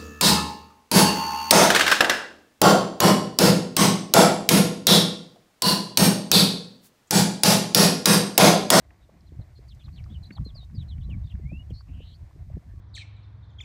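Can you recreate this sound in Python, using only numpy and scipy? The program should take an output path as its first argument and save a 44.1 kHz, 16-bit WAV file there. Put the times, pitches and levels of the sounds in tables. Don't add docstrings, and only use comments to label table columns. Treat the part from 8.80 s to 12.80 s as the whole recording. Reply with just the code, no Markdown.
import sys
import numpy as np
from scipy import signal
from scipy.fft import rfft, irfft
from scipy.io import wavfile
from scipy.ndimage import uniform_filter1d, map_coordinates

SR = 44100
rng = np.random.default_rng(int(sys.argv[2]) if len(sys.argv) > 2 else 0)


def inscribe(sig):
    pcm = np.round(np.clip(np.atleast_2d(sig).T, -1, 1) * 32767)
    wavfile.write(sys.argv[1], SR, pcm.astype(np.int16))


N = 176400


def warble():
    # start in seconds, length in seconds, level in dB before the trim,
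    # then pitch in Hz at the start, one third, two thirds and the end.
    syllables = [ (0.207, 0.052, -69.5, 3730, 3760, 3750, 3300), (0.459, .04, -68, 3600, 4200, 3800, 2900),
                 (0.608, 0.029, -64.5, 4360, 4100, 3940, 3900),
                 (0.75, 0.047, -62.5, 4640, 4260, 4200, 4500), (.88, .055, -57, 4700, 4250, 3450, 2950),
                 (.993, .045, -60, 3550, 3480, 3050, 2850), (1.035, .04, -59, 3200, 4250, 3800, 2900),
                 (1.122, .05, -64, 4200, 4350, 4500, 4000), (1.154, 0.058, -56, 4330, 3640, 2600, 2200),
                 (1.294, 0.045, -60.5, 3140, 3400, 3540, 4000),
                 (1.336, 0.043, -54.5, 3700, 3100, 2940, 2900),
                 (1.427, .038, -51.5, 4330, 4000, 4000, 5000), (1.457, .026, -58, 4050, 4050, 4050, 3950),
                 (1.52, .022, -53, 4400, 4450, 4500, 4550), (1.548, .035, -52, 4700, 4200, 3500, 3050),
                 (1.646, .044, -49, 4200, 4170, 4130, 3950), (1.684, .027, -56, 4050, 3750, 3400, 3150),
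                 (1.744, .063, -50, 5100, 4550, 4100, 3900), (1.797, .056, -52, 3950, 3730, 3770, 3680),
                 (1.942, .043, -57, 5000, 4830, 4480, 4350), (1.978, .06, -54, 3400, 3900, 3500, 2900),
                 (2.078, .067, -55, 4200, 3950, 3250, 3000), (2.205, .055, -61, 4100, 3400, 3950, 3600),
                 (2.293, .062, -53, 3350, 2780, 2400, 2030), (2.432, .03, -66, 3550, 3650, 3700, 3650),
                 (2.456, .02, -66, 4500, 4580, 4620, 4600), (2.467, 0.022, -61, 3570, 3600, 3450, 3500),
                 (2.491, 0.043, -56, 3980, 3300, 2800, 2900), (2.899, 0.0206, -58, 3570, 3200, 2900, 3040)]
    # time in seconds, hoarse share of the voice from 0 to 1.
    hoarseness = [(.2, 0.4), (.9, 0.44), (1.35, .3), (1.52, 0.13), (1.7, 0.14), (2.12, 0.34), (2.24, 0.56),
                  (2.3, 0.16), (2.5, 0.42)]
    out, trim_db = np.zeros(N), -3.5
    for start, length, db, *pitches in syllables:
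        hoarse = curve(hoarseness, start)[0]
        add(out, start, amp(db + trim_db) * syllable(length, pitches, hoarse))
    return reflect(out, db=-10, fade_s=0.03)


def syllable(length, pitches, hoarse, fade_share=0.28, blur_hz=373.3):
    progress = np.arange(0, length, 1 / SR) / length
    hz = np.polyval(np.polyfit(np.arange(4) / 3, pitches, 3), progress)
    ramp = np.clip(np.minimum(progress, 1 - progress) / fade_share, 0, 1)
    blurred = unit(tone(hz + blur_hz * wander(len(hz), blur_hz)))
    return np.sin(np.pi / 2 * ramp) * unit((1 - hoarse) * voice(hz) + hoarse * blurred)


def voice(hz, jitter=0.005, overtone_db=-41, flutter_hz=132):
    hz = hz * (1 + jitter * wander(len(hz), 2 * flutter_hz))
    flutter = amp(wander(len(hz), flutter_hz))
    return unit((tone(hz) + amp(overtone_db) * tone(2 * hz)) * flutter)


def whistle(catch_s=0.0053, catch_db=-26.5):
    # time in seconds, pitch in Hz, level in dB.
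    glide = [(2.61, 2076, -95), (2.645, 2030, -59), (2.668, 2190, -59), (2.703, 2400, -55),
             (2.735, 2610, -55.5), (2.76, 2694, -54.5), (2.8, 2886, -54.5), (2.825, 2890, -62),
             (2.834, 2880, -102)]
    catches = [2.648, 2.684, 2.722, 2.785]
    t = np.arange(glide[0][0], glide[-1][0], 1 / SR)
    hz, db = curve(glide, t)
    dips = sum(np.exp(-((t - s) / catch_s) ** 2) for s in catches)
    out = np.zeros(N)
    add(out, t[0], amp(db + catch_db * dips) * unit(tone(hz)))
    return out


def buzzy_notes():
    # time in seconds, pitch in Hz, level in dB, swing of the trill in Hz.
    high_lower = [(2.925, 4520, -87, 24), (2.94, 4310, -60.5, 20), (2.96, 4230, -56.5, 40),
                  (3.0, 4580, -60, 30), (3.014, 4530, -63, 20), (3.024, 4400, -78, 20)]
    high_upper = [(2.935, 5000, -78, 99), (2.957, 5100, -68, 200), (2.985, 5250, -81, 149),
                  (3.02, 5140, -75, 101)]
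    rising_lower = [(3.072, 2590, -101, 81), (3.085, 2590, -68.5, 100), (3.125, 2636, -73, 152),
                    (3.145, 2960, -66, 80), (3.185, 2730, -66, 217), (3.222, 2910, -56, 80),
                    (3.255, 3080, -64.5, 150), (3.29, 3020, -70, 149), (3.33, 3340, -65.5, 120),
                    (3.345, 3180, -64, 101)]
    rising_upper = [(3.205, 3350, -73, 99), (3.245, 3920, -67, 250), (3.285, 3950, -60, 195),
                    (3.325, 4000, -64.5, 150), (3.352, 4440, -63.5, 151), (3.372, 4480, -78, 100)]
    return (buzz(high_lower, pulse_hz=257, sweep_hz=130, depth=0.47, trill_hz=64, uneven=0.2)
            + buzz(high_upper, pulse_hz=252, sweep_hz=303, depth=0.92, trill_hz=68, uneven=0.18)
            + buzz(rising_lower, pulse_hz=224, sweep_hz=190, depth=0.4, trill_hz=78.5, uneven=0.2)
            + buzz(rising_upper, pulse_hz=243.5, sweep_hz=220, depth=0.7, trill_hz=74.2, uneven=0.06))


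def buzz(rows, pulse_hz, sweep_hz, depth, trill_hz, uneven):
    t = np.arange(rows[0][0], rows[-1][0], 1 / SR)
    hz, db, swing = curve(rows, t)
    pulse_rate = pulse_hz * (1 + uneven * wander(len(t), pulse_hz))
    phase = 2 * np.pi * np.cumsum(pulse_rate) / SR
    trill = np.sin(2 * np.pi * trill_hz * (t - t[0]))
    pitch = hz + swing * trill - sweep_hz * np.sin(phase)
    pulses = 1 + depth * np.cos(phase)
    out = np.zeros(N)
    add(out, t[0], amp(db) * unit(pulses * voice(pitch)))
    return out


def far_call():
    # time in seconds, pitch in Hz, level in dB, swing of the trill in Hz.
    call = [(3.86, 1605, -89, 60), (3.9, 1680, -71.5, 60), (3.935, 1790, -72, 60), (3.96, 1690, -84, 60)]
    return buzz(call, pulse_hz=107, sweep_hz=110, depth=0.34, trill_hz=30.4, uneven=0.24)


def wind(bass_boost_db=1, lumps_db=6):
    # frequency in Hz, relative strength in dB.
    bass_tone = [(15, -40.5), (30, -3.5), (45, -4.5), (62, 3), (100, -2.5), (140, -9), (190, -31.5),
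                 (300, -50), (1000, -100)]
    body_tone = [(60, -27), (120, -12), (165, 7), (230, -4), (300, -12.5), (420, -42), (800, -45),
                 (3000, -86)]
    # time in seconds, level in dB before the boost or the lumps.
    bass_gusts = [(0.0, -63.5), (0.09, -50), (0.18, -64.5), (0.23, -51.5), (0.3, -63.5), (0.58, -41.5),
                  (0.6, -35), (0.65, -52), (0.97, -44), (1.0, -56), (1.08, -37), (1.16, -48.5), (1.21, -36),
                  (1.32, -42.5), (1.36, -33.5), (1.55, -55.5), (1.61, -23.5), (1.66, -40.5), (1.95, -44),
                  (1.99, -30), (2.07, -41), (2.12, -34.5), (2.46, -32), (2.49, -49.5), (2.55, -30),
                  (2.61, -43), (2.65, -28.5), (2.7, -40), (2.78, -36), (2.83, -44), (2.94, -36),
                  (2.99, -45), (3.09, -47), (3.11, -36), (3.39, -50), (3.43, -36), (3.51, -56.5),
                  (3.63, -36), (3.66, -47), (3.75, -32), (3.82, -59), (3.88, -43.5), (3.98, -38.5),
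                  (4.0, -68)]
    body_gusts = [(0.0, -66), (0.46, -66), (0.6, -55.5), (0.71, -68.5), (0.8, -58), (0.89, -69),
                  (0.91, -51), (0.98, -74), (1.0, -55), (1.34, -51.5), (1.47, -56.5), (1.51, -46),
                  (1.54, -58), (1.61, -34.5), (1.65, -65), (1.67, -42), (1.69, -60), (1.75, -53),
                  (1.88, -72), (1.92, -47.5), (1.96, -38.5), (2.06, -58), (2.12, -40.5), (2.16, -64),
                  (2.18, -45.5), (2.39, -41), (2.49, -58), (2.55, -41.5), (2.57, -52), (2.65, -39.5),
                  (2.68, -57), (2.73, -37.5), (2.87, -78), (2.91, -32), (2.93, -48), (2.96, -86),
                  (3.06, -70), (3.1, -46), (3.22, -51.5), (3.25, -62.5), (3.44, -57.5), (3.51, -76),
                  (3.56, -48), (3.6, -61), (3.78, -47), (3.82, -69), (3.84, -54.5), (4.0, -65)]
    t = np.arange(N) / SR
    bass = steady(noise(bass_tone), samples=1800) * amp(curve(bass_gusts, t)[0] + bass_boost_db)
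    body = steady(noise(body_tone), samples=1200) * amp(curve(body_gusts, t)[0])
    lumps = unit(amp(lumps_db * wander(N, 45)))
    return bass + body * lumps


def buffets():
    # start in seconds, pitch in Hz, level in dB.
    thumps = [(.588, 95.4, -22), (1.6, 80, -23.5), (1.98, 78.5, -30.5), (2.64, 78, -34), (2.918, 97, -27)]
    return taps(thumps, rise_s=0.0086, grit=0.11, spread=0.77)


def knocks():
    # start in seconds, pitch in Hz, level in dB.
    bumps = [(.291, 530, -46.5), (.52, 317, -43), (.549, 256, -43), (.597, 520, -46), (.79, 378, -44),
             (1.321, 466, -51.5), (1.506, 230, -37), (1.565, 740, -47.5), (1.574, 810, -48),
             (1.663, 263, -27.5), (1.754, 600, -49), (1.828, 700, -50), (1.95, 232, -40), (2.289, 322, -43),
             (2.291, 616, -49.5), (2.325, 270, -52), (2.594, 328, -36), (2.717, 580, -43), (2.73, 246, -42),
             (2.906, 315, -35), (3.203, 480, -44), (3.56, 324, -47), (3.7, 600, -46), (3.768, 332, -32.5),
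             (3.77, 584, -49), (3.937, 294, -45.5)]
    return taps(bumps, rise_s=0.0027, grit=0.28, spread=0.43)


def thaw():
    # start in seconds, pitch in Hz, level in dB.
    drips = [(.104, 1940, -54), (.11, 880, -56), (.293, 810, -55.5), (1.08, 1065, -52.5),
             (1.087, 2100, -59.5), (1.239, 1870, -57.5), (1.259, 898, -51.5), (1.505, 1850, -41),
             (1.572, 2070, -56.5), (1.579, 935, -42.5), (1.897, 1280, -59.5), (2.179, 2050, -57.5),
             (2.551, 1600, -57.5), (3.006, 1090, -53), (3.507, 790, -54), (3.754, 1690, -63.5)]
    ticks = [(.407, 4450, -64), (.947, 5700, -69), (1.239, 4960, -57.5)]
    return (taps(drips, rise_s=0.0032, grit=0.62, spread=0.4)
            + taps(ticks, rise_s=0.002, grit=1.0, spread=0.24))


def patter(count=70, low_hz=600, high_hz=2400):
    rows = []
    for when, height, strength in rng.random((count, 3)):
        hz = low_hz * (high_hz / low_hz) ** height
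        db = -63 + 2 * np.log(strength + 0.2)
        rows.append((when * N / SR, hz, db))
    return taps(rows, rise_s=0.002, grit=0.33, spread=1.0)


def taps(rows, rise_s, grit, spread):
    out, t = np.zeros(N), np.arange(8192) / SR
    freqs, shape = np.fft.rfftfreq(len(t), 1 / SR), swell(t / rise_s)
    for start, hz, db in rows:
        band = 1 / (1 + (np.log((freqs + 1) / hz) / spread) ** 4)
        rough = shape * irfft(rfft(rng.standard_normal(len(t))) * band)
        rough *= np.linalg.norm(shape) / np.linalg.norm(rough)
        ring = shape * np.sin(2 * np.pi * hz * t)
        add(out, start, amp(db) * ((1 - grit) * ring + grit * rough))
    return out


def hush(split_hz=2520, waver_db=3.2):
    # frequency in Hz, relative strength in dB.
    air_tone = [(180, -26), (300, 4.5), (354, 1), (467, -7.5), (682, -0.5), (844, -7.5), (932, -6.5),
                (1320, -12.5), (2050, -10.5), (2940, -20.5), (4220, -19), (8840, -25.5), (10400, -30.5),
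                (12100, -28.5), (15200, -30)]
    # time in seconds, typical murmur level in dB, hiss level in dB.
    levels = [(0, -65.5, -75.5), (.6, -69, -75), (1.2, -66.5, -73), (1.8, -69, -75), (2.4, -67.5, -75.5),
              (3.2, -69.5, -75), (4, -68.5, -76)]
    murmur_db, hiss_db = curve(levels, np.arange(N) / SR)
    air = noise(air_tone)
    low = signal.sosfiltfilt(signal.butter(2, split_hz, fs=SR, output="sos"), air)
    murmur = unit(low) * amp(murmur_db + waver_db * wander(N, 24.08))
    return murmur + unit(air - low) * amp(hiss_db)


def whine(hz=1120, jitter=0.0066):
    # time in seconds, level in dB.
    levels = [(0, -83.5), (1.5, -94), (1.62, -77), (1.78, -73.5), (1.9, -84), (2.15, -89), (2.3, -72),
              (2.5, -87), (3.7, -91.5), (3.9, -83), (4, -71)]
    db = curve(levels, np.arange(N) / SR)[0]
    return amp(db) * unit(tone(hz * (1 + jitter * wander(N, 60))))


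def flicker(rise_s=0.0054, trim_db=-5.5):
    # start in seconds, peak level in dB before the trim.
    swells = [(0.8782, -65.5), (0.9445, -63.5), (1.2408, -73), (1.4319, -63), (1.4643, -67), (1.5277, -63),
              (1.644, -63), (1.7626, -68), (1.8435, -69), (2.0226, -66.5), (2.0834, -72), (2.2974, -67),
              (2.5094, -69), (2.8991, -64.5)]
    # frequency in Hz, relative strength in dB.
    hiss_tone = [(1500, -32), (4000, -4), (6500, 2), (10000, -5), (15000, -9)]
    shape = swell(np.arange(0, 0.04, 1 / SR) / rise_s)
    level = np.zeros(N)
    for start, db in swells:
        add(level, start, amp(db + trim_db) * shape)
    return level * noise(hiss_tone)


def reflect(x, db, fade_s):
    t = np.arange(SR // 2) / SR
    echoes = rng.standard_normal(len(t)) * (rng.random(len(t)) < 0.02)
    tail = echoes * amp(-60 * t / fade_s) * (t > 0.003)
    return x + amp(db) * signal.fftconvolve(x, tail / np.linalg.norm(tail))[:N]


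def amp(db):
    return 10 ** (np.asarray(db) / 20)


def unit(x):
    return x / np.sqrt(np.mean(x ** 2) + 1e-20)


def curve(rows, t):
    times, *columns = np.transpose(rows)
    return [np.interp(t, times, column) for column in columns]


def add(mix, start, sound):
    part = mix[max(round(start * SR), 0):][:len(sound)]
    part += sound[:len(part)]


def noise(points):
    hz, db = np.transpose(points)
    freqs = np.fft.rfftfreq(N, 1 / SR)
    gain = amp(np.interp(np.log(freqs + 1), np.log(hz + 1), db))
    return unit(irfft(rfft(rng.standard_normal(N)) * gain, N))


def wander(size, hz):
    knots = rng.standard_normal(4000)
    return map_coordinates(knots, [np.arange(size) * hz / SR], order=3, mode="wrap")


def tone(hz):
    return np.sin(2 * np.pi * np.cumsum(hz) / SR)


def swell(u):
    return (u * np.exp(1 - u)) ** 2


def steady(x, samples):
    return x / np.sqrt(abs(uniform_filter1d(x ** 2, size=samples)) + 1e-6)


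def scene():
    melting = thaw() + patter()
    bumps = knocks() + buffets()
    birds = warble() + whistle() + buzzy_notes() + far_call()
    street = reflect(birds + melting, db=-21, fade_s=0.2)
    return (street + bumps + wind() + hush() + whine() + flicker())[None]


def record(dry, low_hz=30.3, high_hz=15350):
    low_cut = signal.butter(3, low_hz, "high", fs=SR, output="sos")
    high_cut = signal.firwin(801, high_hz, window=("kaiser", 9), fs=SR)
    return signal.oaconvolve(signal.sosfiltfilt(low_cut, dry), high_cut[None], "same")


dry = scene()
out = record(dry)
inscribe(out)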